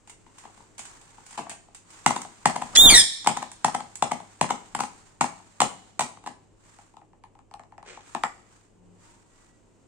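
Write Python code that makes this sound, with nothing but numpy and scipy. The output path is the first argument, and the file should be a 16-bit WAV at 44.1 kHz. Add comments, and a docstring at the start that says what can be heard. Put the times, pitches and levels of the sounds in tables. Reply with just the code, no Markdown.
"""A plastic pencil box, close to a phone in a hard-walled room: its lid is unlatched and swung open with small clicks.
Then it is knocked on a tiled floor and rebounds while its pencils jump; each contact is a hollow thump, clack and tick.
Early in the knocking a parakeet squawks once: rasp, harmonic whistle, break, falling screech, over a low noise rumble.
At last it pecks among the pencils and drags its beak along the tray. Soft noise swishes run throughout, faint sine
tones come late; the room rings after box and bird, over low air noise, hum and hiss."""
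import sys
import numpy as np
from scipy import signal
from scipy.fft import rfft, irfft, next_fast_len
from scipy.io import wavfile
from scipy.ndimage import uniform_filter1d, minimum_filter1d

SR = 44100
rng = np.random.default_rng(int(sys.argv[2]) if len(sys.argv) > 2 else 0)


def pcm_store(signal):
    """Save signal as 16-bit PCM."""
    levels = np.round(np.clip(np.atleast_2d(signal), -1, 1) * 32767)
    wavfile.write(sys.argv[1], SR, levels.astype(np.int16).T)


N = 435266
TIME = np.arange(N) / SR

# spectrum of soft hiss and swishes: (frequency [Hz], level [dB])
HISS_COLOUR = [(900, 2), (2000, -5), (3500, -10.5), (5500, -10.5), (7500, -2), (9200, -10.5), (10200, -30),
               (15000, -31.5)]


def undb(db):
    """Decibels to gain."""
    return 10 ** (np.asarray(db) / 20)


def unit(x):
    """Scale to rms 1."""
    return x / np.sqrt(np.mean(x ** 2))


def at(points, hz):
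    """Read (Hz, value) points on a log-frequency axis."""
    point_hz, value = np.transpose(points)
    return np.interp(np.log(np.maximum(hz, 1)), np.log(point_hz), value)


def slope(points, hz):
    """Spectrum in dB, falling 20 dB per octave beyond its ends, by 80 dB at most."""
    hz = np.maximum(hz, 1)
    octaves_below = np.maximum(np.log2(points[0][0] / hz), 0)
    octaves_above = np.maximum(np.log2(hz / points[-1][0]), 0)
    return at(points, hz) - 20 * np.minimum(octaves_below + octaves_above, 4)


def colour(x, points):
    """Filter by a spectrum, zero phase."""
    size = next_fast_len(x.shape[-1])
    gain = undb(slope(points, np.fft.rfftfreq(size, 1 / SR)))
    return irfft(rfft(x, size) * gain, size)[..., :x.shape[-1]]


def causal(db):
    """Minimum-phase response to a blow, from its spectrum in dB, by folding the cepstrum."""
    cepstrum = irfft(db * np.log(10) / 20)
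    half = len(cepstrum) // 2
    cepstrum[1:half] *= 2
    cepstrum[half + 1:] = 0
    return np.exp(rfft(cepstrum))


def walk(rate_hz):
    """Random values at a given rate, joined by lines; spread near 1."""
    steps = TIME * rate_hz
    count = int(steps[-1]) + 2
    return 1.2 * np.interp(steps, np.arange(count), rng.standard_normal(count))


def two_sided(mid, side, apart):
    """Left and right from a common part and an opposed part."""
    return np.array([mid + apart * side, mid - apart * side])


def noise(points, apart):
    """Coloured noise at two ports, partly unrelated."""
    mid, side = rng.standard_normal((2, N))
    return unit(colour(two_sided(mid, side, apart), points))


def swell(start, hold, attack, release):
    """Gain that climbs 60 dB per attack time, holds, and falls 60 dB per release time (all in s)."""
    outside = np.maximum((start - TIME) / attack, 0) + np.maximum((TIME - start - hold) / release, 0)
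    return np.exp(-np.log(1000) * np.minimum(outside, 10))


def bounces():
    """Each blow lands the box, drops the pencils back and rebounds twice, each rebound after a faint lead-in."""
    # knocks on the tiles: (time [s], level [dB], hardness [dB], pencils' flight [s], pencils re blow [dB],
    #                       box's flight [s], first rebound re blow [dB], second rebound re blow [dB])
    blows = [(2.0617, -13, -7.5, .044, -9, .101, -13, -30),
             (2.456, -12.5, -10.5, .041, -14, .105, -12.5, -13.5),
             (3.2717, -13, -9, .022, -14, .099, -13, -16),
             (3.6452, -14.5, -11, .036, -11, .1025, -7.5, -18),
             (4.0234, -16, -12.5, .038, -24, .0935, -5.5, -32),
             (4.4116, -16, -10.5, .0305, -13, .094, -4, -34), (4.749, -25, -8, .041, -5, .0555, 2.5, -4),
             (5.2095, -16, -10, .0315, -8, .0075, -9, -25), (5.603, -17.5, -6, .037, -13, .014, 1.5, -20),
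             (5.993, -22, -4.5, .029, -9, .014, -2, -7), (6.262, -35.5, -11.5, .03, -16, .011, 3.5, -20)]
    drop_hard_db, rebound_hard_db = -4, -2  # falling pencils and each landing are softer
    flight_ratio = .56  # second flight over first
    lead_in_s, lead_in_db = .004, -9  # time before the rebound, level re rebound
    rows = []
    for s, db, hard_db, drop_s, drop_db, flight_s, first_db, second_db in blows:
        rows.append((s, db, hard_db))
        rows.append((s + drop_s, db + drop_db, hard_db + drop_hard_db))
        first_s = s + flight_s
        second_s = s + flight_s * (1 + flight_ratio)
        for landing_s, rebound_db in ((first_s, first_db), (second_s, second_db)):
            hard_db = hard_db + rebound_hard_db
            rows.append((landing_s - lead_in_s, db + rebound_db + lead_in_db, hard_db))
            rows.append((landing_s, db + rebound_db, hard_db))
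    return rows


def ripple(hz, spacing_hz):
    """Random dB offsets over frequency: each blow lands elsewhere and favours other modes."""
    return np.interp(hz / spacing_hz, np.arange(512), rng.standard_normal(512))


def contacts(table, ring_hz, clack_db, bass_db, vary_db, chatter_s, snap, apart, size=4096):
    """Each contact thumps the box, highs first and the ring after; the plastic snaps once, then chatters."""
    # hollow thump when the box rings at table_ring_hz: (frequency [Hz], level [dB])
    thump_colour = [(60, -34), (130, -18), (200, -10.5), (330, -16.5), (450, -19.5), (550, -17),
                    (660, -6.5), (820, 1), (1120, -7.5), (1450, -20), (2000, -21.5), (3200, -33.5),
                    (6000, -54)]
    # resonances that hold the thump back for a few cycles: (centre [Hz], width [Hz])
    hold = [(750, 280), (900, 650), (700, 700), (170, 130)]
    # clack of hard plastic: (frequency [Hz], level [dB])
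    clack_colour = [(400, -16), (900, -7.5), (1600, 0.5), (2400, 1.5), (3600, -3.5), (4700, -5),
                    (6000, -13), (9000, -23.5)]
    # bright tick of the contact itself: (frequency [Hz], level [dB])
    tick_colour = [(3500, -18), (5500, -6.5), (7300, 3), (9100, -0.5), (10200, -23.5), (12500, -27),
                   (15000, -25)]
    table_ring_hz, ring_scatter = 952, .03  # scatter is a share, drawn per contact
    clack_share = .62  # clack dB per dB of hardness; hardness is tick level over thump level

    out = np.zeros((2, N + size))
    hz, t = np.fft.rfftfreq(size, 1 / SR), np.arange(size) / SR
    norm = np.sqrt(SR / 100)  # thump level as rms over 10 ms
    burst = np.exp(-t / chatter_s) * (1 - np.exp(-t / 0.00057))
    burst /= np.linalg.norm(burst)
    for s, thump_db, hard_db in table:
        own_hz = hz * table_ring_hz / ring_hz * (1 + ring_scatter * rng.standard_normal())
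        bass_shelf_db = bass_db / (1 + (hz / 450) ** 4)
        body = causal(slope(thump_colour, own_hz) + bass_shelf_db + vary_db * ripple(hz, spacing_hz=163.0))
        for centre_hz, width_hz in hold:  # all-pass: delay only
            pole = centre_hz ** 2 - own_hz ** 2 + 1j * width_hz * own_hz
            body = body * np.conj(pole) / pole
        thump = irfft(body)
        sound = thump / np.linalg.norm(thump)
        for points, db in ((clack_colour, clack_db + clack_share * hard_db), (tick_colour, hard_db)):
            mid, side = rng.standard_normal((2, size)) * burst
            mid[rng.integers(20, 50)] += snap
            crack = irfft(rfft(two_sided(mid, side, apart)) * causal(slope(points, hz)))
            sound = sound + crack * undb(db) * np.sqrt(2) / np.linalg.norm(crack)
        start = int(s * SR)
        out[:, start:start + size] += norm * undb(thump_db) * sound
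    return out[:, :N]


def syrinx(hz, gain, over_db, rough, throat, jitter, flutter_db, count=8):
    """Harmonic voice through the throat; roughness shakes its pitch and each partial's strength."""
    on = gain > 1e-3  # compute only where audible
    hz, gain, over_db, rough = (np.broadcast_to(c, N)[on] for c in (hz, gain, over_db, rough))
    shaken_hz = hz * (1 + jitter * rough * walk(800)[on])
    phase = 2 * np.pi * np.cumsum(shaken_hz) / SR
    k = np.arange(1, count + 1)[:, None]
    below_nyquist = k * hz < SR / 2
    gains = undb(slope(throat, k * hz) + over_db * (k > 1)) * below_nyquist
    flutter = undb(flutter_db * rough * np.array([walk(500)[on] for _ in k]))
    partials = gains * flutter * np.sin(k * phase + rng.uniform(0, 2 * np.pi, (count, 1)))
    out = np.zeros(N)
    out[on] = gain * partials.sum(0) / np.sqrt((gains ** 2).sum(0) / 2)
    return out


def whistle():
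    """Arch of pitch, overtones strongest at its crest, that roughens just before the voice breaks."""
    # throat and beak nearly closed: (frequency [Hz], level [dB])
    narrow = [(3300, -5.5), (3700, 1), (6700, -4.5), (7300, -8.5), (10300, -18), (11000, -18.5),
              (13500, -26.5), (14600, -12.5), (16500, -35.5)]
    start_s, crest_s, break_s = 2.771, 2.838, 2.897
    start_hz, crest_hz, break_hz = 3345, 3690, 3186
    level_db, crest_overtones_db, overtones_db_per_hz = -9, 1, .01
    clear_rough, break_rough, roughen_s = .06, .7, .018  # break adds to clear

    rising = np.clip((crest_s - TIME) / (crest_s - start_s), 0, 2)
    falling = np.clip((TIME - crest_s) / (break_s - crest_s), 0, 2)
    hz = crest_hz - (crest_hz - start_hz) * rising ** 2 - (crest_hz - break_hz) * falling ** 2
    gain = undb(level_db) * swell(start_s, break_s - start_s, attack=.007, release=0.024)
    over_db = crest_overtones_db - overtones_db_per_hz * (crest_hz - hz)
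    rough = clear_rough + break_rough * np.exp(np.minimum(TIME - break_s, 0) / roughen_s)
    return syrinx(hz, gain, over_db, rough, narrow, jitter=.024, flutter_db=3)


def screech():
    """Rough falling cry in a lower register whose overtones take over as the beak opens."""
    # course after the break: (time [s], pitch [Hz], level [dB], overtones [dB])
    course = [(2.9, 2420, -13, 0), (2.913, 2310, -11, 1), (2.928, 2175, -18.5, 3), (2.95, 1950, -10, 4),
              (2.982, 1805, -11.5, 6), (3.004, 1735, -14.5, 9), (3.016, 1620, -22, 9)]
    # throat and beak wide open: (frequency [Hz], level [dB])
    wide = [(1600, -10.5), (1950, -4), (2400, -6.5), (3550, -0.5), (4600, -2.5), (5600, -1), (6500, -14),
            (7500, -1.5), (9200, -2), (10500, -27.5), (13000, -25), (16000, -31)]
    s, *controls = np.transpose(course)
    hz, db, over_db = (np.interp(TIME, s, c) for c in controls)
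    gain = undb(db) * swell(s[0], s[-1] - s[0], attack=.02, release=.025)
    return syrinx(hz, gain, over_db, .62, wide, jitter=.024, flutter_db=7)


def squawk():
    """Short growing noise rasp, arched whistle, then a drop to a falling screech with a noisy edge."""
    # rasp and screech noise: (frequency [Hz], level [dB])
    rasp_colour = [(120, -62.5), (200, -33), (789, -10.5), (1130, -18), (1980, -5), (2420, -12.5),
                   (3600, -3.5), (6530, -8), (8410, -2.5), (11900, -41), (15000, -65)]
    rasp_s, rasp_length_s = 2.753, .012
    rasp_start_db, growth_db_per_s = -20, 1000
    cry = screech()
    cry_envelope = np.sqrt(np.abs(uniform_filter1d(cry ** 2, size=300)))
    noisy_edge = undb(-15) * cry_envelope
    rasp_db = rasp_start_db + growth_db_per_s * np.clip(TIME - rasp_s, 0, rasp_length_s)
    rasp = undb(rasp_db) * swell(rasp_s, rasp_length_s, attack=.005, release=.007)
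    return whistle() + cry + (noisy_edge + rasp) * noise(rasp_colour, apart=.7)


def rumble():
    """Uneven low noise that rises and dies with the squawk."""
    # rumble: (frequency [Hz], level [dB])
    rumble_colour = [(20, 2.5), (45, -5), (70, -12.5), (120, -8), (180, -8), (330, -8), (520, -15.5),
                     (760, -10), (1700, -18.5), (2500, -38)]
    start_s, length_s, level_db = 2.855, .075, -21
    gain = undb(level_db) * swell(start_s, length_s, attack=.33, release=.3)
    return gain * unit(noise(rumble_colour, apart=0.44) * undb(2 * walk(90)))


def scrape():
    """Beak drags along the tray, sticking and slipping over ribs: noise of randomly flickering level."""
    # scrape: (frequency [Hz], level [dB])
    scrape_colour = [(120, -38), (200, -14), (437, -2), (532, -5), (694, -7), (2280, -6), (4650, -16),
                     (7790, -12), (8980, -23), (10200, -53), (14000, -57)]
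    start_s, length_s, level_db = 7.865, 0.053, -47.5
    gain = undb(level_db) * swell(start_s, length_s, attack=0.055, release=0.52)
    return gain * unit(noise(scrape_colour, apart=0.55) * undb(3.7 * walk(360)))


def rustle():
    """Fingers, plastic and feathers brush: random tiny slips dense enough to blur into soft swishes."""
    # swishes: (time [s], length [s], level [dB])
    swishes = [(0.386, 0.043, -55), (.57, 0.044, -61), (.86, .08, -52), (1.094, 0.069, -58),
               (1.302, 0.049, -51), (1.92, .1, -52), (2.15, 2.92, -57), (2.68, .07, -50),
               (5.348, 0.53, -60), (6.662, 0.15, -58), (8.08, .19, -53), (8.52, 0.057, -62),
               (9.031, 0.09, -57.5), (9.36, .1, -63)]
    attack_s, release_s = 0.33, .7
    slips = rng.standard_normal((2, N)) * undb(1.5 * walk(150))
    gain = sum(undb(db) * swell(s, length_s, attack_s, release_s) for s, length_s, db in swishes)
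    return gain * unit(colour(slips, HISS_COLOUR))


def tones():
    """Faint, slightly wavering sines that fade in and out."""
    # tones: (time [s], length [s], pitch [Hz], level [dB])
    tone_rows = [(8.83, .12, 178, -58.5), (9.06, .13, 930, -70), (9.32, .22, 1935, -75)]
    waver = .006  # share of pitch
    out = 0
    for s, length_s, hz, db in tone_rows:
        phase = 2 * np.pi * np.cumsum(hz * (1 + waver * walk(60))) / SR
        gain = undb(db) * np.sqrt(2) * swell(s, length_s, attack=.3, release=.5)
        out = out + gain * np.sin(phase)
    return out


def background():
    """Low room air, a faint mains hum and a soft hiss, each of wandering level."""
    # room air: (frequency [Hz], level [dB])
    air_colour = [(12, -29), (20, -1), (46, -1.5), (70, -10.5), (173, -5.5), (223, -9), (318, -6),
                  (585, -14.5), (889, -19.5), (1070, -22), (1170, -28.5), (1700, -40), (3000, -32),
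                  (3900, -64.5), (6600, -120)]
    # hiss level: (time [s], level [dB])
    hiss_course = [(0, -66), (6.4, -70.5), (7.1, -77), (8.9, -72.5), (9.87, -69)]
    air_db, hum_hz, hum_db = -60, 102, -67
    air = undb(air_db + walk(4.4)) * noise(air_colour, apart=.7)
    hum = undb(hum_db + 2 * walk(3)) * np.sqrt(2) * np.sin(2 * np.pi * hum_hz * TIME)
    hiss_db = np.interp(TIME, *np.transpose(hiss_course)) + walk(57)
    return air + hum + undb(hiss_db) * noise(HISS_COLOUR, apart=0.73)


def room(x, near_db, near_s, late_db):
    """Dense reflections from floor and near walls die fast; the whole room rings on more slowly."""
    # room bands: (frequency [Hz], t60 of the late tail [s], level [dB])
    bands = [(149.8, 1, 3), (400, 0.82, 2), (890, .55, -7), (1940, 0.6, -0.5), (4400, 0.98, -1.5),
             (8200, .58, -0.5), (14010, .35, -6)]
    t = np.arange(SR) / SR
    hz = np.fft.rfftfreq(SR, 1 / SR)
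    early_spread_db = 8.5 * np.exp(-t / 0.09)  # sparse, uneven start
    mid, side = rng.standard_normal((2, SR)) * undb(early_spread_db * rng.standard_normal((2, SR)))
    apart = np.minimum(0.33 + hz / 2000, 1)  # long waves reach both ports alike
    spectrum = two_sided(rfft(mid), rfft(side), apart) / np.sqrt(1 + apart ** 2)
    near = np.exp(-t / near_s) * np.clip((t - .004) / 0.0023, 0, 1)
    near_decay = undb(near_db) * near / np.linalg.norm(near)
    response = 0
    for band_hz, t60_s, db in bands:
        share = at([(row[0], float(row[0] == band_hz)) for row in bands], hz)  # triangular band
        late = np.exp(-np.log(1000) * t / t60_s) * np.clip((t - .008) / 0.017, 0, 1)
        decay = np.hypot(near_decay, undb(late_db) * late / np.linalg.norm(late))
        response = response + undb(db) * decay * irfft(spectrum * share, SR)
    return x + signal.fftconvolve(x.mean(0)[None], response, axes=1)[:, :N]


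def ports(x, balance, lag):
    """The phone's body shades the two ports differently; the left one hears a little later."""
    size = next_fast_len(N)
    hz = np.fft.rfftfreq(size, 1 / SR)
    tilt = undb(at(balance, hz))
    left = tilt * np.exp(-2j * np.pi * hz * at(lag, hz))
    gains = np.array([left, np.ones_like(tilt)]) * np.sqrt(2 / (1 + tilt ** 2))
    return irfft(rfft(x, size) * gains, size)[:, :N]


def scene():
    """Box, bird and room as they reach the two ports."""
    # contacts of the lid unlatched and swung open: (time [s], level [dB], hardness [dB])
    lid_touches = [(.074, -55, 3), (.096, -53, 8), (.264, -53, -14), (.383, -56, 7.5), (.438, -53, -14),
                   (.452, -42, -22), (.575, -54, -6), (.603, -51, -16), (.78, -53.5, 12), (.792, -45, 7.5),
                   (.853, -54, 10), (1.013, -59, 5), (1.181, -48, -21), (1.263, -60.5, 13), (1.308, -57, 9),
                   (1.327, -52, 3), (1.376, -32, -11), (1.383, -36, -7), (1.389, -31, -25),
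                   (1.467, -39.5, -32.5), (1.495, -44, 8), (1.512, -41, -5), (1.684, -54.5, -22),
                   (1.747, -57, 13.5), (1.904, -60, 9)]
    # loose pencils click in the tray: (time [s], level [dB], hardness [dB])
    pencil_clicks = [(2.217, -50.5, 13), (2.249, -38.5, -16), (3.245, -41.5, -1), (3.262, -27, -17),
                     (3.516, -52, 9.5), (3.955, -56, 20), (4.201, -38.5, -16), (4.491, -35, -9),
                     (5.4, -49.5, -25.5), (6.172, -47, -28), (6.239, -47.5, -12)]
    # beak taps pencils and tray: (time [s], level [dB], hardness [dB])
    beak_taps = [(6.787, -49, -16), (6.939, -55, -24), (6.968, -46, -17.5), (7.016, -52, -31),
                 (7.132, -56.5, -27), (7.238, -46, -18), (7.352, -53.5, -22), (7.39, -53.5, -17),
                 (7.512, -48.5, -20), (7.539, -39, -16), (7.595, -43.5, -19), (7.635, -53, -16),
                 (7.722, -47.5, -30), (7.78, -43.5, -22), (7.828, -45.5, -19), (7.973, -42, -28),
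                 (8.149, -25, -16.5), (8.236, -19.5, -15.5)]
    # box and bird at the ports: (frequency [Hz], left minus right [dB])
    box_balance = [(100, 4.5), (300, 9.5), (550, 3.5), (850, 3.5), (1150, 11.5), (1800, -5), (3500, 2),
                   (5500, -5.5), (7300, -9), (9000, 9), (14000, -0.5)]
    bird_balance = [(100, 2), (1200, 2), (2400, 0.5), (3700, -3), (8000, 0.5), (14000, -1)]
    # delay of the left port: (frequency [Hz], lag [s])
    box_lag = [(1000, .00009), (8000, .000085)]
    bird_lag = [(3500, .000058), (5500, .000065), (7300, .000085), (9300, .000098), (11000, .00008),
                (14500, .000052)]

    lid = contacts(lid_touches, ring_hz=990, clack_db=-2, bass_db=1.5, vary_db=3.5,
                   chatter_s=0.011, snap=0.44, apart=0.96)
    knocks = contacts(bounces() + pencil_clicks, ring_hz=980, clack_db=-4.5, bass_db=.5, vary_db=3.0,
                      chatter_s=.0035, snap=0.64, apart=0.42)
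    pecks = contacts(beak_taps, ring_hz=985, clack_db=-3, bass_db=-7.5, vary_db=3.5,
                     chatter_s=0.00078, snap=0.5, apart=1.0)
    box = room(lid, near_db=-4.5, near_s=0.042, late_db=-8.5)
    box += room(knocks, near_db=-7, near_s=0.048, late_db=-16)
    box += room(pecks + scrape(), near_db=-7.5, near_s=.03, late_db=-14.5)
    bird = room(squawk(), near_db=-12, near_s=.06, late_db=-14)
    box_side = ports(box + rustle() + tones(), box_balance, box_lag)
    bird_side = ports(bird + rumble(), bird_balance, bird_lag)
    return box_side + bird_side + background()


def record(dry):
    """Peaks over full scale are smoothly turned down; a steep low-pass cuts the top."""
    top_hz = 16000
    peak_gain = np.minimum(1, 1 / (np.abs(dry).max(0) + 1e-9))
    gain = uniform_filter1d(minimum_filter1d(peak_gain, size=121), size=121)
    low_pass = signal.ellip(8, .2, 70, top_hz, fs=SR, output="sos")
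    return signal.sosfilt(low_pass, dry * gain)


dry = scene()
out = record(dry)
pcm_store(out)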